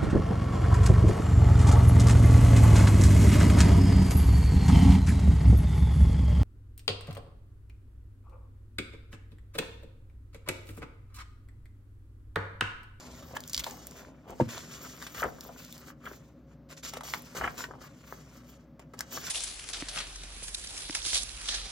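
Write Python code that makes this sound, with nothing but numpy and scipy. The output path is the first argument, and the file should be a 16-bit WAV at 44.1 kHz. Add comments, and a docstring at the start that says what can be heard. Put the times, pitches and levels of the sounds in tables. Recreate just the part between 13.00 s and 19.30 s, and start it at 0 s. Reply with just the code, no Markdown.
"""At a desk in a quiet room, a small notebook is opened and leafed through close to two microphone ports.
Sliding sheets hiss by stick-slip friction, creases and the spine snap by buckling and fracture,
and flapping sheets, soft knocks and one thud of the cover are impacts that ring the book or the desk.
Ventilation drones throughout: a steady hum with noise shaped by resonances."""
import sys
import numpy as np
from scipy import signal
from scipy.fft import rfft, irfft, next_fast_len
from scipy.io import wavfile
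from scipy.ndimage import uniform_filter1d, map_coordinates

SR = 44100
rng = np.random.default_rng(int(sys.argv[2]) if len(sys.argv) > 2 else 0)


def log_audio(samples):
    """Write samples as a 16-bit WAV file to the path given in sys.argv[1]."""
    # one column per channel
    frames = np.atleast_2d(samples).T
    # limit to full scale, then quantise
    limited = np.clip(frames, -1, 1)
    pcm = np.round(limited * 32767).astype(np.int16)
    wavfile.write(sys.argv[1], SR, pcm)


N = 277809


def amp(db):
    """Decibels to amplitude ratio."""
    return 10 ** (np.asarray(db) / 20)


def unit(x):
    """Normalisation to rms 1."""
    return x / np.sqrt(np.mean(x ** 2) + 1e-20)


def along(points, hz):
    """Interpolation of (Hz, value) points on a logarithmic frequency axis."""
    f, v = np.transpose(points)
    return np.interp(np.log(hz + 1), np.log(f + 1), v)


def filtered(x, response):
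    """Linear filtering: the spectrum of x times a complex response of frequency."""
    n = x.shape[-1]
    m = next_fast_len(n + 8192)
    return irfft(rfft(x, m) * response(np.fft.rfftfreq(m, 1 / SR)), m)[..., :n]


def coloured(x, spectrum):
    """Spectral shaping of x, returned at rms 1."""
    return unit(filtered(x, lambda hz: amp(along(spectrum, hz))))


def resonance(hz, centre, width):
    """Damped oscillator: the causal response of one mode."""
    return 1j * hz * width / (centre ** 2 - hz ** 2 + 1j * hz * width)


def decay(t, t60):
    """Exponential decay: a fall of 60 dB in t60 seconds."""
    return np.exp(-np.log(1000) * t / t60)


def wobble(rate):
    """Slow random modulation: a smooth curve with rate knots a second."""
    knots = rng.standard_normal(int(N * rate / SR) + 4)
    return map_coordinates(knots, [np.arange(N) * rate / SR])


def swells(rows):
    """Superposition of bell-shaped level curves."""
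    t = np.arange(N) / SR
    return sum(amp(db) * np.exp(-((t - s) / length) ** 2) for s, db, length in rows)


def add(track, s, sound):
    """Superposition: mixes a sound in at time s."""
    part = track[round(s * SR):][:len(sound)]
    part += sound[:len(part)]


# spectrum of the air rush: pitch_hz, level_db
AIR_SPECTRUM = [(20, -59), (35, -27.5), (60, -11), (90, -6.5), (150, 2), (280, -1.5), (420, -10),
                (600, -7.5), (800, -18), (1300, -19.5), (2600, -32.5), (6000, -39.5), (9800, -58.5),
                (12500, -42.5), (16000, -45)]
# droning room resonances: pitch_hz, width_hz (of each of two passes), level_db (rms)
DRONE_MODES = [(63.3, 16, -64.5), (119.4, 31, -63.5), (151.4, 38.5, -59.5), (247.3, 32.7, -59),
               (303.7, 14, -68), (547.2, 16, -68)]


def ventilation(air_db=-59, side_db=-16, hum_hz=60, hum_db=-62.5, drift=0.2):
    """Mains hum and resonance: hum, soft rush and droning modes, nearly the same at both ports."""
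    mid, side = amp(air_db) * coloured(rng.standard_normal((2, N)), AIR_SPECTRUM)
    for hz, width, db in DRONE_MODES:
        drone = filtered(rng.standard_normal(N), lambda f: resonance(f, hz, width) ** 2)
        mid = mid + amp(db) * unit(drone)
    phase = 2 * np.pi * hum_hz * np.arange(N) / SR + drift * wobble(2.1)  # drift in radians
    hum = unit(np.sin(phase))
    return mid + amp(hum_db) * hum + amp(side_db) * np.array([side, -side])


GLIDE_DB, GLIDE_FIZZ_DB = 2, 0.5  # gains on the hiss and the fizz columns
GLIDE_FADE_S = 0.18  # fade at both ends of a spell
# murmur level at one hiss level (after its gain), and its dB per dB of hiss
MURMUR_DB, MURMUR_AT_DB, MURMUR_GROWS = -57.5, -54.5, 0.6
# sheets gliding over each other, one curve per spell of leafing:
# time_s, hiss_db, fizz_db (both before the gains above)
GLIDE_SPELLS = [
    [(0.0, -57, -88.5), (0.266, -62, -62.5), (0.41, -64.5, -65.5), (0.552, -59, -60.5), (0.886, -60, -65),
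     (1.022, -67, -73), (1.075, -67, -88), (1.12, -80.5, -94), (1.22, -81, -95), (1.324, -87, -90),
     (1.39, -69, -95)],
    [(1.47, -64.5, -75), (1.62, -55, -69), (2.06, -56.5, -58), (2.228, -62, -62.5), (2.652, -66.5, -69),
     (2.754, -57.5, -62.5), (2.878, -67, -71), (2.96, -92, -99), (3.044, -67, -87), (3.24, -78.5, -86),
     (3.33, -86.5, -93.5)],
    [(4.03, -67, -85), (4.134, -61.5, -65), (4.3, -61.5, -71.5), (4.46, -60, -62), (4.56, -58.5, -63),
     (4.7, -68.5, -78.5), (4.78, -74.5, -86), (4.856, -74, -92), (5.15, -61.5, -69), (5.29, -69.5, -81),
     (5.37, -64, -66.5), (5.44, -70.5, -83.5), (5.5, -63.5, -62), (5.56, -69.5, -88), (5.583, -79, -95.5),
     (5.61, -70.5, -90), (5.68, -96, -92)],
    [(6.02, -78, -88), (6.066, -66, -79), (6.206, -53, -62.5), (6.244, -47.5, -61), (6.3, -47, -55)],
]


def glide():
    """Sliding friction: slow hiss, murmur and fizz levels; the harder the slide, the more murmur."""
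    t, levels = np.arange(N) / SR, np.zeros((3, N))
    for spell in GLIDE_SPELLS:
        s, hiss_db, fizz_db = np.transpose(spell)
        hiss_db = np.interp(t, s, hiss_db) + GLIDE_DB
        fizz_db = np.interp(t, s, fizz_db) + GLIDE_FIZZ_DB
        murmur_db = MURMUR_DB + MURMUR_GROWS * (hiss_db - MURMUR_AT_DB)
        touching = np.clip(1 + np.minimum(t - s[0], s[-1] - t) / GLIDE_FADE_S, 0, 1)
        levels += touching * amp([hiss_db, murmur_db, fizz_db])
    return levels


def friction(spectrum, rate, share, flutter_db):
    """Stick-slip: fibres catch and let go, tiny slips on a fine rush under uneven pressure."""
    rush = rng.standard_normal(N)
    slips = (rng.random(N) < rate / SR) * rng.standard_normal(N)  # rate in slips a second
    share = np.clip(share, 0, 1)  # share of the power in the slips
    grains = np.sqrt(1 - share) * rush + np.sqrt(share) * unit(slips)
    pressure = amp(flutter_db * wobble(70))
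    return unit(coloured(grains, spectrum) * pressure)


# spectrum of paper rubbing on paper: pitch_hz, level_db
HISS_SPECTRUM = [(300, -4.5), (1200, -16), (2600, 1), (3700, -1), (5000, 2), (7000, 3.5), (9500, -9),
                 (12000, -4), (15500, -34)]
# spectrum of its top treble: pitch_hz, level_db
FIZZ_SPECTRUM = [(5000, -25), (9500, -29.5), (12500, 3), (15500, -2)]
# spectrum radiated by a bent sheet: pitch_hz, level_db
SHEET_SPECTRUM = [(100, 1), (300, 3.5), (550, 3.5), (850, -0.5), (1100, 5.5), (1400, 4.5), (1700, 1),
                  (2100, -3), (2700, -0.5), (4500, -25), (12000, -46)]


def sliding(hiss, murmur, fizz):
    """Friction and radiation: rubbing paper hisses and fizzes, the bent sheet murmurs lower."""
    grip = amp(1.3 * wobble(35))
    surfaces = hiss * friction(HISS_SPECTRUM, rate=1400, share=0.074, flutter_db=1.5)
    surfaces = surfaces + fizz * friction(FIZZ_SPECTRUM, rate=820, share=0.28, flutter_db=3.5)
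    return grip * surfaces + murmur * friction(SHEET_SPECTRUM, rate=380, share=0.12, flutter_db=3.0)


def flexing(x, patchy_db=1.3):
    """Varying resonance: a sheet keeps changing its curve, so bands of its sound come and go."""
    z = signal.stft(x, nperseg=512)[2]
    over_pitch = uniform_filter1d(rng.standard_normal(z.shape), size=7, axis=0)
    field = uniform_filter1d(over_pitch, size=12, axis=1)
    return signal.istft(z * amp(patchy_db * unit(field)), nperseg=512)[1][:N]


def ticks(spectrum, rate):
    """Random impulses: scattered tiny contacts of random size, rate a second, at rms 1."""
    return coloured((rng.random(N) < rate / SR) * (rng.random(N) - .5), spectrum)


# spectrum of crisp paper contacts, also the scuff of flaps and taps: pitch_hz, level_db
CRISP_SPECTRUM = [(400, -15), (2000, 11), (5500, 2.5), (9000, 3), (15500, -9.5)]


def crinkles(hiss, murmur, crisp_db=-9, soft_db=-7):
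    """Impulsive emission: a moving sheet ticks and pats, stronger while it slides hard."""
    crisp = amp(crisp_db) * hiss * ticks(CRISP_SPECTRUM, rate=70)
    soft = amp(soft_db) * murmur * ticks(SHEET_SPECTRUM, rate=45)
    return crisp + soft


# ringing modes of the block of pages: pitch_hz (before detuning), width_hz, level_db
BOOK_MODES = [(540, 51, -9), (688, 30, -9), (964, 41, -4.5), (1170, 21, -12.5), (1460, 24, -10.5),
              (1625, 40, -8.5)]


def book(x, detune=0.07):
    """Modal ringing: a blow and the ring of the pages, whose pitch differs with each grip."""
    shifts = np.exp(detune * rng.standard_normal(len(BOOK_MODES)))
    modes = [(hz * shift, width, db) for (hz, width, db), shift in zip(BOOK_MODES, shifts)]
    return filtered(x, lambda f: 1 + sum(amp(db) * resonance(f, hz, width) for hz, width, db in modes))


# the cover shifting on the book beneath: centre_s, level_db (rms at the centre), half_length_s
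COVER_RUBS = [(.04, -54.5, 0.27), (.35, -53, 0.045), (.74, -54, 0.1), (1.01, -53.5, 0.13),
              (1.305, -46, 0.038), (2.252, -37.5, 0.015), (2.285, -48.5, 0.015), (2.475, -55, 0.077),
              (3.09, -53, 0.047), (4.74, -54.5, 0.075), (6.15, -49.5, 0.023)]
# spectrum of the cover's drag: pitch_hz, level_db
RUB_SPECTRUM = [(200, -6.5), (420, -4), (750, -6), (1050, -10), (1500, -29.5), (3000, -24), (8000, -69)]
# a bent sheet scraping along its neighbour: centre_s, level_db (rms at the centre), half_length_s
SHEET_SCRAPES = [(.369, -37.5, 0.0034), (2.185, -43, 0.017), (2.212, -36.5, 0.016), (2.235, -36.5, 0.0047),
                 (3.058, -50, 0.026), (4.495, -52, .018), (4.592, -43, 0.0071), (4.85, -52.5, 0.04),
                 (6.283, -44, 0.011)]
# spectrum of the hollow scrape: pitch_hz, level_db
SCRAPE_SPECTRUM = [(300, -29), (900, -11), (1200, 2), (1500, 1), (1800, -6), (2400, -15), (3200, -9.5),
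                   (4500, -44.5), (12000, -61.5)]


def rubbing():
    """Friction driving resonance: the stiff cover drags dully and rings the book, sheets scrape higher."""
    grain = friction(RUB_SPECTRUM, rate=600, share=0.96, flutter_db=2.0)
    grip = np.sin(np.pi * wobble(2)) ** 2
    # the ring wanders between two tunings of the book
    drag = unit(grip * book(grain) + (1 - grip) * book(grain))
    scrape = friction(SCRAPE_SPECTRUM, rate=460, share=0.406, flutter_db=4)
    return swells(COVER_RUBS) * drag + swells(SHEET_SCRAPES) * scrape


# air pushed ahead of the swinging sheets: centre_s, level_db (rms at the centre), half_length_s
AIR_WAFTS = [(.25, -55.5, 0.4), (1.6, -56, 0.12), (2.244, -51, 0.045), (4.43, -48.5, 0.056),
             (6.238, -56.5, 0.14)]
# spectrum of the rumble: pitch_hz, level_db
WAFT_SPECTRUM = [(15, -65), (30, -24.5), (45, -18.5), (62, 13), (95, 0), (160, -1), (400, -38), (1500, -66)]


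def wafts():
    """Air flow: swinging sheets fan a soft rumble at the microphone."""
    return swells(AIR_WAFTS) * coloured(rng.standard_normal(N), WAFT_SPECTRUM)


# a firm swipe's hiss level and rise; a swipe SOFTER_DB softer takes twice as long to rise
FIRM_DB, SWIPE_ATTACK_S, SOFTER_DB = -39.5, 0.0079, 10
SWIPE_SAG_DB_PER_S, SWIPE_RELEASE_S = 21, 0.1  # steady loss; t60 added once it lets go
# quick swipes of a finger or a page edge:
# start_s, length_s (before release), hiss_db, murmur_db (over the hiss), fizz_db (over the hiss)
QUICK_SWIPES = [(0.344, 0.011, -48, 7, -1), (0.625, 0.092, -51, -13, -5.5), (0.952, 0.065, -55, 0, -6),
                (1.268, 0.035, -59.5, 7, -8.5), (1.318, 0.039, -69, -2, -19),
                (1.395, 0.012, -49.5, 10.5, -5), (1.479, .11, -47, 1, -10.5),
                (1.707, 0.043, -47, -9.5, -14), (1.806, 0.047, -50.5, -4, -5), (2.137, 0.08, -46.5, 0.5, 0),
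                (2.404, 0.067, -58, -22, 3), (2.558, 0.11, -54.5, -5, -4.5), (2.853, 0.044, -56.5, 4.5, -3),
                (3.03, 0.13, -58.5, -0.5, 0), (3.164, 0.12, -69.5, -14, -14), (3.461, 0.071, -71, 2, -22),
                (3.686, 0.042, -51, -6, -15), (3.764, 0.011, -47.5, -7, -28.5),
                (3.826, 0.069, -43.5, -8, -15.5), (3.917, 0.055, -53.5, 8, -12),
                (4.032, 0.15, -46.5, -7.5, -2.5), (4.347, 0.028, -42.5, 1.5, -9),
                (4.363, .018, -41.5, -7, -6.5), (4.399, 0.062, -52.5, 11.5, -16.5),
                (4.569, 0.071, -45, -1.5, -6.5), (4.798, 0.075, -57.5, 4.5, -11),
                (5.061, 0.073, -56.5, -4.5, -1), (5.792, 0.025, -65.5, 10.5, -15),
                (5.97, 0.061, -56, 1.5, -15), (6.104, 0.071, -46.5, -7, -4.5), (6.125, 0.1, -50, -8, 0.5),
                (6.257, 0.018, -43.5, 0, -16.5)]


def swipes():
    """Transient friction: hiss, murmur and fizz levels that grip (louder is quicker), sag and let go."""
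    t, levels = np.arange(SR // 2) / SR, np.zeros((3, N))
    for s, length, db, murmur_db, fizz_db in QUICK_SWIPES:
        attack = SWIPE_ATTACK_S * 2 ** ((FIRM_DB - db) / SOFTER_DB)
        release = decay(np.maximum(t - length, 0), SWIPE_RELEASE_S)
        shape = np.minimum(t / attack, 1) * amp(-SWIPE_SAG_DB_PER_S * t) * release
        for track, over_db in zip(levels, (0, murmur_db, fizz_db)):
            add(track, s, amp(db + over_db) * shape)
    return levels


# dry snaps of the spine and the page edges:
# start_s, level_db (before the common gain), pitch_hz (centre), treble_db (top treble)
DRY_SNAPS = [(0.365, -34.5, 4560, -6.5), (0.4053, -28, 4650, -2), (.438, -31, 3800, -15),
             (0.4777, -27.5, 6800, -8), (0.4863, -34.5, 6000, -9), (0.4972, -26.5, 6120, -4.5),
             (0.502, -32.5, 5790, -9), (0.533, -17, 5640, -19), (.54, -31, 5000, -14),
             (0.5459, -12, 4370, -31), (.553, -23.5, 5200, -16), (0.5657, -22, 4700, -13.5),
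             (.5768, -26, 4500, -13), (0.5782, -14, 3980, -15.5), (.5815, -27, 5600, -13),
             (.5877, -29, 6000, -11), (0.5957, -22.5, 4930, -12), (0.596, -20.5, 5300, -12),
             (0.5993, -22, 3290, -9), (0.605, -29, 3206, -11), (0.6065, -28, 3200, -10.5),
             (0.6387, -26.5, 3460, -12.5), (0.6426, -18.5, 3500, -10), (0.71, -29.5, 6470, -7.5),
             (0.87, -25.5, 7040, 4), (0.911, -34, 6560, -13), (1.306, -37.5, 5900, -1),
             (1.5798, -27, 3920, -18.5), (2.025, -29.5, 4620, -7), (2.1996, -27.5, 3600, -6),
             (2.2211, -27.5, 5480, -3), (2.239, -29, 7200, -3.5), (2.4088, -27, 5100, -7),
             (2.649, -33, 5060, -2.5), (2.726, -29, 3150, 0), (2.78, -35.5, 4630, 1),
             (4.1378, -17, 2360, -18.5), (4.1456, -28.5, 3570, -12.5), (4.2222, -35, 6500, 9.5),
             (4.6413, -26, 3120, -18), (5.9917, -22.5, 5290, -10), (6.0076, -17, 5420, -8.5)]


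def snaps(width=0.35, ring_db=-6, ring_width=0.5, level_db=-3,
          shiver_db=-22, shiver_t60=0.016, tail_db=-37, tail_t60=0.031):
    """Buckling: a crease gives in one jerk and the sheet shivers briefly around its own pitch."""
    out, t = np.zeros(N), np.arange(SR // 16) / SR
    shiver = amp(shiver_db) * decay(t, shiver_t60) + amp(tail_db) * decay(t, tail_t60)
    for s, db, hz, top_db in DRY_SNAPS:
        buckle = rng.standard_normal(len(t)) * shiver
        buckle[0] = 1  # the jerk itself

        def crease(f):
            sharp = resonance(f, hz, width * hz) * resonance(f, hz, 2 * hz)
            ring = amp(ring_db) * resonance(f, hz, ring_width * hz)
            return sharp + ring - amp(top_db) * resonance(f, 12000, 7000)

        snap = filtered(buckle, crease)
        add(out, s, amp(db + level_db) * snap / np.linalg.norm(snap) * np.sqrt(SR / 2500))
    return out


# sheets flapping down: start_s, level_db (before the common gain), pitch_hz (before the sag),
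# t60_s, crispness_db (over the puff), edge_hz (upper edge)
SHEET_FLAPS = [(0.3661, -19, 1390, 0.0082, -16.5, 3400), (.578, -29, 1600, 0.01, -14, 3200),
               (.599, -31, 1400, 0.014, -14, 3200), (0.6416, -28, 1500, 0.014, -20.5, 2500),
               (0.6641, -29, 830, 0.08, -4.5, 1690), (1.576, -29.5, 750, 0.027, -12.5, 2400),
               (1.862, -40, 850, 0.062, -9, 2000), (2.0165, -35.5, 1390, 0.045, -5, 2600),
               (2.023, -33.5, 1290, 0.067, -5, 2600), (2.0655, -37, 1210, 0.065, 4, 2600),
               (2.1445, -34, 1400, 0.039, -1.5, 2600), (2.2262, -18.5, 1280, 0.088, -43, 2580),
               (2.2417, -20, 1040, 0.059, -40, 1900), (2.278, -34, 1000, 0.081, -30, 2000),
               (2.384, -39, 800, 0.043, -14, 2000), (2.45, -32.5, 910, 0.017, -20, 1590),
               (2.489, -34.5, 650, 0.077, -28, 1490), (2.561, -39, 1440, 0.023, -18, 2400),
               (2.884, -38, 1640, .02, -10, 3000), (2.901, -39, 1550, .035, -12, 3000),
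               (3.055, -34.5, 1900, 0.025, -4, 3800), (3.072, -35, 1400, 0.025, -23, 3400),
               (3.113, -33, 1120, .024, -24, 2800), (3.133, -38, 1500, .015, -18, 2600),
               (3.831, -41.5, 1300, 0.036, 5.5, 2800), (4.1362, -19.5, 1570, 0.02, -4.5, 2850),
               (4.1447, -20.5, 1170, 0.02, -14, 2850), (4.4115, -16.5, 1560, 0.023, -27.5, 2150),
               (4.437, -19.5, 1500, 0.022, -17, 3200), (4.4412, -15.5, 1550, 0.033, -25.5, 3000),
               (4.4495, -21, 1300, 0.031, -28, 2800), (4.4747, -17.5, 1630, 0.037, -32, 2660),
               (4.596, -36, 1000, 0.04, -15, 2180), (4.6055, -25.5, 1490, 0.024, -20, 2100),
               (4.6385, -24.5, 1680, 0.043, -27, 3240), (4.709, -30.5, 1190, 0.035, -34, 1670),
               (4.736, -32.5, 1340, 0.022, -36, 1680), (5.124, -22.5, 1190, 0.015, -28.5, 2200),
               (5.7935, -40, 900, 0.037, -4, 2400), (5.9353, -40, 900, 0.078, -7, 2400),
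               (6.0063, -20, 1580, 0.017, -25.5, 2400), (6.173, -24.5, 1320, 0.03, -21, 2040)]


def flaps(width=0.61, rise=0.001, knock=0.73, knock_t60=0.027, body_db=-13, body_hz=380,
          sag_s=0.017, sag_ratio=0.78, level_db=-5):
    """Impact on an air pocket: a knock, a hollow puff sinking as the sheet lies down, a crisp scuff."""
    out, t = np.zeros(N), np.arange(SR // 6) / SR
    raised = np.exp(-(t / sag_s) ** 2)
    for s, db, hz, t60, crisp_db, edge_hz in SHEET_FLAPS:
        air, scuff = rng.standard_normal((2, len(t)))
        stroke = (1 - np.exp(-t / rise)) * decay(t, t60)
        blow = air * stroke / np.linalg.norm(stroke)
        # short contacts are mostly one knock, 1 ms in
        blow[SR // 1000] += knock * min(knock_t60 / t60, 1.5) ** 2

        def pocket(f, at):
            body = amp(body_db) * resonance(f, body_hz, body_hz)
            return (resonance(f, at, width * at) - body) / (1 + (f / edge_hz) ** 8)

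        puff = filtered(blow * raised, lambda f: pocket(f, hz))
        puff = puff + filtered(blow * (1 - raised), lambda f: pocket(f, sag_ratio * hz))
        sound = unit(book(puff)) + amp(crisp_db) * coloured(scuff * stroke, CRISP_SPECTRUM)
        add(out, s, amp(db + level_db) * np.sqrt(np.mean(stroke ** 2)) * sound)
    return out


# soft knocks of fingertips, page corners and the spine: start_s, level_db (before the common gain),
# pitch_hz (after the drop), rise_s, scuff_db (over the knock, before halving)
SOFT_TAPS = [(.3672, -32.5, 714, .0013, -12), (.562, -40, 58, 0.015, -45), (0.6648, -31, 777, 0.0017, -14),
             (0.72, -45, 686, .002, -16.5), (.737, -48, 745, 0.0037, -20),
             (1.049, -40.5, 910, 0.00078, -14), (2.2212, -23.5, 523, 0.0013, -25),
             (2.2575, -35, 452, 0.003, -30), (3.077, -41, 383, 0.0011, -20),
             (3.1137, -37.5, 360, 0.0016, -21.5), (3.936, -32, 590, 0.0011, 6),
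             (3.9699, -29.5, 505, 0.0015, 2), (4.0083, -30.5, 825, 0.0015, -3),
             (4.0342, -37.5, 650, 0.0016, 6), (4.0785, -40.5, 800, .001, 2.5),
             (4.0857, -36.5, 744, 0.0014, 0.5), (4.136, -23.5, 876, 0.0015, -18),
             (4.349, -36.5, 453, 0.0023, -4), (4.419, -27.5, 622, 0.0022, -25),
             (4.4675, -33, 676, 0.0028, -20), (4.7052, -39.5, 380, 0.0018, -28),
             (4.752, -41, 770, 0.0017, -28), (5.1245, -38, 410, 0.0014, -19),
             (5.7942, -43, 400, 0.0017, -7), (5.9365, -42, 400, 0.0019, -13.5),
             (6.1745, -36.5, 450, 0.00098, -20)]


def taps(bend=1.55, bend_s=0.00098, scuff_t60=0.028, level_db=-2.5):
    """Spreading contact: a soft knock drops quickly in pitch as it lands; paper scuffs under it."""
    knocks, scuffs, t = np.zeros(N), np.zeros(N), np.arange(SR // 8) / SR
    for s, db, hz, rise, scuff_db in SOFT_TAPS:
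        cycles = hz * (t + bend * bend_s * (1 - np.exp(-t / bend_s)))
        swing = t / rise * np.exp(1 - t / rise) * np.sin(2 * np.pi * cycles)
        add(knocks, s, amp(db) * book(swing))
        scuff = coloured(rng.standard_normal(len(t)), CRISP_SPECTRUM)
        add(scuffs, s, .5 * amp(db + scuff_db) * decay(t, scuff_t60) * scuff)
    return amp(level_db) * (knocks + scuffs)


# glue and thread crackling as the spine bends: centre_s, level_db (rms at the centre), half_length_s
SPINE_BURSTS = [(.369, -38, 0.0034), (.497, -57.5, 0.0099), (.544, -48, 0.0072), (.58, -43.5, 0.0053),
                (.6, -39, 0.012), (.643, -43.5, 0.0045)]
# spectrum of the crackle: pitch_hz, level_db
CRACKLE_SPECTRUM = [(400, -22), (1200, -14), (2500, -5.5), (4500, -12), (7000, -6), (10000, -10),
                    (15500, -19)]


def spine():
    """Micro-fracture: a dense spray of tiny breaks surrounds the big snaps of the opening cover."""
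    return swells(SPINE_BURSTS) * friction(CRACKLE_SPECTRUM, rate=900, share=0.78, flutter_db=5.5)


def push(db, hz, cycles):
    """Heavily damped oscillation: a swing whose envelope peaks after the given cycles."""
    t = np.arange(SR // 8) / SR
    age = t * hz / cycles
    return amp(db) * age * np.exp(1 - age) * np.sin(2 * np.pi * hz * t)


# the cover lands edge first, then with more and more of its face; the pages sink after it:
# start_s, level_db (envelope peak before the ring), pitch_hz, cycles (to the peak)
COVER_LANDING = [(1.4002, -14.5, 560, 0.73), (1.408, -19.6, 417, 0.56), (1.4136, -16, 313, 0.39),
                 (1.4214, -19.5, 209, 0.18), (1.457, -41.5, 106, .9), (1.474, -40.5, 229, 0.81)]
# book and desk ring on afterwards: pitch_hz, width_hz, level_db (before softening)
DESK_MODES = [(130, 43, 9), (230, 15, 1), (329, 24, -3), (506, 17, 0.5), (610, 16, -11), (932, 22, 25)]


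def thud(soft_hz=1250):
    """Impact and modal ringing: damped pushes of the landing cover together ring board and desk."""
    pushes = np.zeros(N)
    for s, db, hz, cycles in COVER_LANDING:
        add(pushes, s, push(db, hz, cycles))

    def board(f):
        ring = sum(amp(db) * resonance(f, hz, width) for hz, width, db in DESK_MODES)
        return (1 + ring) / (1 + (f / soft_hz) ** 6)

    return filtered(pushes, board)


# phase by which the left port trails the right: pitch_hz, lag_rad
PORT_LAG = [(0, 0), (450, -.05), (750, -.6), (1000, -.85), (1500, .1), (2050, .8), (2350, 1.7), (2600, 3.1),
            (2900, 4.6), (3400, 5.7), (4000, 6.5), (5500, 7.2), (7500, 7.9), (9900, 9.45), (12300, 11),
            (14000, 12.2), (16000, 12.5)]


def ports(x):
    """Diffraction: sound from the desk bends round the housing and reaches the ports out of step."""
    f, lag = np.transpose(PORT_LAG)
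    halves = np.array([[-1], [1]])
    return filtered(x, lambda hz: np.exp(.5j * np.interp(hz, f, lag) * halves))


def nearby(x, smallest_hz=550):
    """Scattering: desk top and arms throw short waves back within milliseconds; the bass passes by."""
    t = np.arange(SR // 30) / SR
    scatter = rng.standard_normal((2, len(t))) * (1 - np.exp(-t / .0006)) * decay(t, .028)
    short_waves = filtered(x, lambda f: f / np.hypot(f, smallest_hz))
    return signal.fftconvolve(short_waves[None], scatter / np.linalg.norm(scatter[0]), axes=1)[:, :N]


# reverberation of the room: pitch_hz, t60_s
ROOM_DECAY = [(150, 0.76), (1000, 0.24), (5000, 0.077), (15000, 0.024)]


def room(x):
    """Reverberation: a short diffuse answer of the walls, different at each port."""
    hz, t, z = signal.stft(rng.standard_normal((2, SR // 3)), SR, nperseg=256)
    tail = signal.istft(z * decay(t, along(ROOM_DECAY, hz)[:, None]), SR, nperseg=256)[1]
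    tail = np.pad(tail / np.linalg.norm(tail[0]), ((0, 0), (SR // 250, 0)))  # starts 4 ms late
    return signal.fftconvolve(x[None], tail, axes=1)[:, :N]


RUSTLE_SCATTER_DB, COVER_SCATTER_DB = -6, -7  # share thrown back by the desk top and the arms
# where on the desk the sheets move: time_s, level_db (left minus right)
SHEET_PLACE = [(0, 0), (1.4, 0), (2, 0), (2.24, 1), (2.601, .5), (4.14, 0), (4.401, 0.7), (6.3, 0.5)]


def scene():
    """Superposition: the notebook close by, its faint echoes and the ventilation."""
    hiss, murmur, fizz = np.hypot(glide(), swipes())
    rustle = flexing(sliding(hiss, murmur, fizz)) + rubbing() + flaps() + taps()
    cover = thud()
    paper = rustle + snaps() + spine() + crinkles(hiss, murmur)
    # the scattering paths keep changing as the hands and sheets move
    turn = 2 * np.pi * wobble(2)
    thrown = amp(RUSTLE_SCATTER_DB) * rustle + amp(COVER_SCATTER_DB) * cover
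    scattered = np.cos(turn) * nearby(thrown) + np.sin(turn) * nearby(thrown)
    lean_db = np.interp(np.arange(N) / SR, *np.transpose(SHEET_PLACE)) * np.array([[.5], [-.5]])
    close = amp(lean_db) * (ports(paper + cover) + scattered)
    echoes = room(amp(-13.5) * paper + amp(-29.0) * cover)
    return close + echoes + wafts() + ventilation()


TOP_HZ = 16000  # band limit
# balance of the two ports: pitch_hz, level_db (left minus right)
PORT_BALANCE = [(60, 1), (250, 1.3), (600, .5), (1100, 1.6), (2200, .7), (4500, -.7), (8000, 0)]


def record(dry, low_cut_hz=38):
    """Band limiting: the deepest bass is cut, the ports differ slightly in tone, the top ends sharply."""
    low_cut = signal.butter(2, low_cut_hz, 'highpass', fs=SR, output='sos')
    thin = signal.sosfilt(low_cut, dry)
    halves = np.array([[.5], [-.5]])
    return filtered(thin, lambda hz: amp(along(PORT_BALANCE, hz) * halves) * (hz < TOP_HZ))


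dry = scene()
out = record(dry)
log_audio(out)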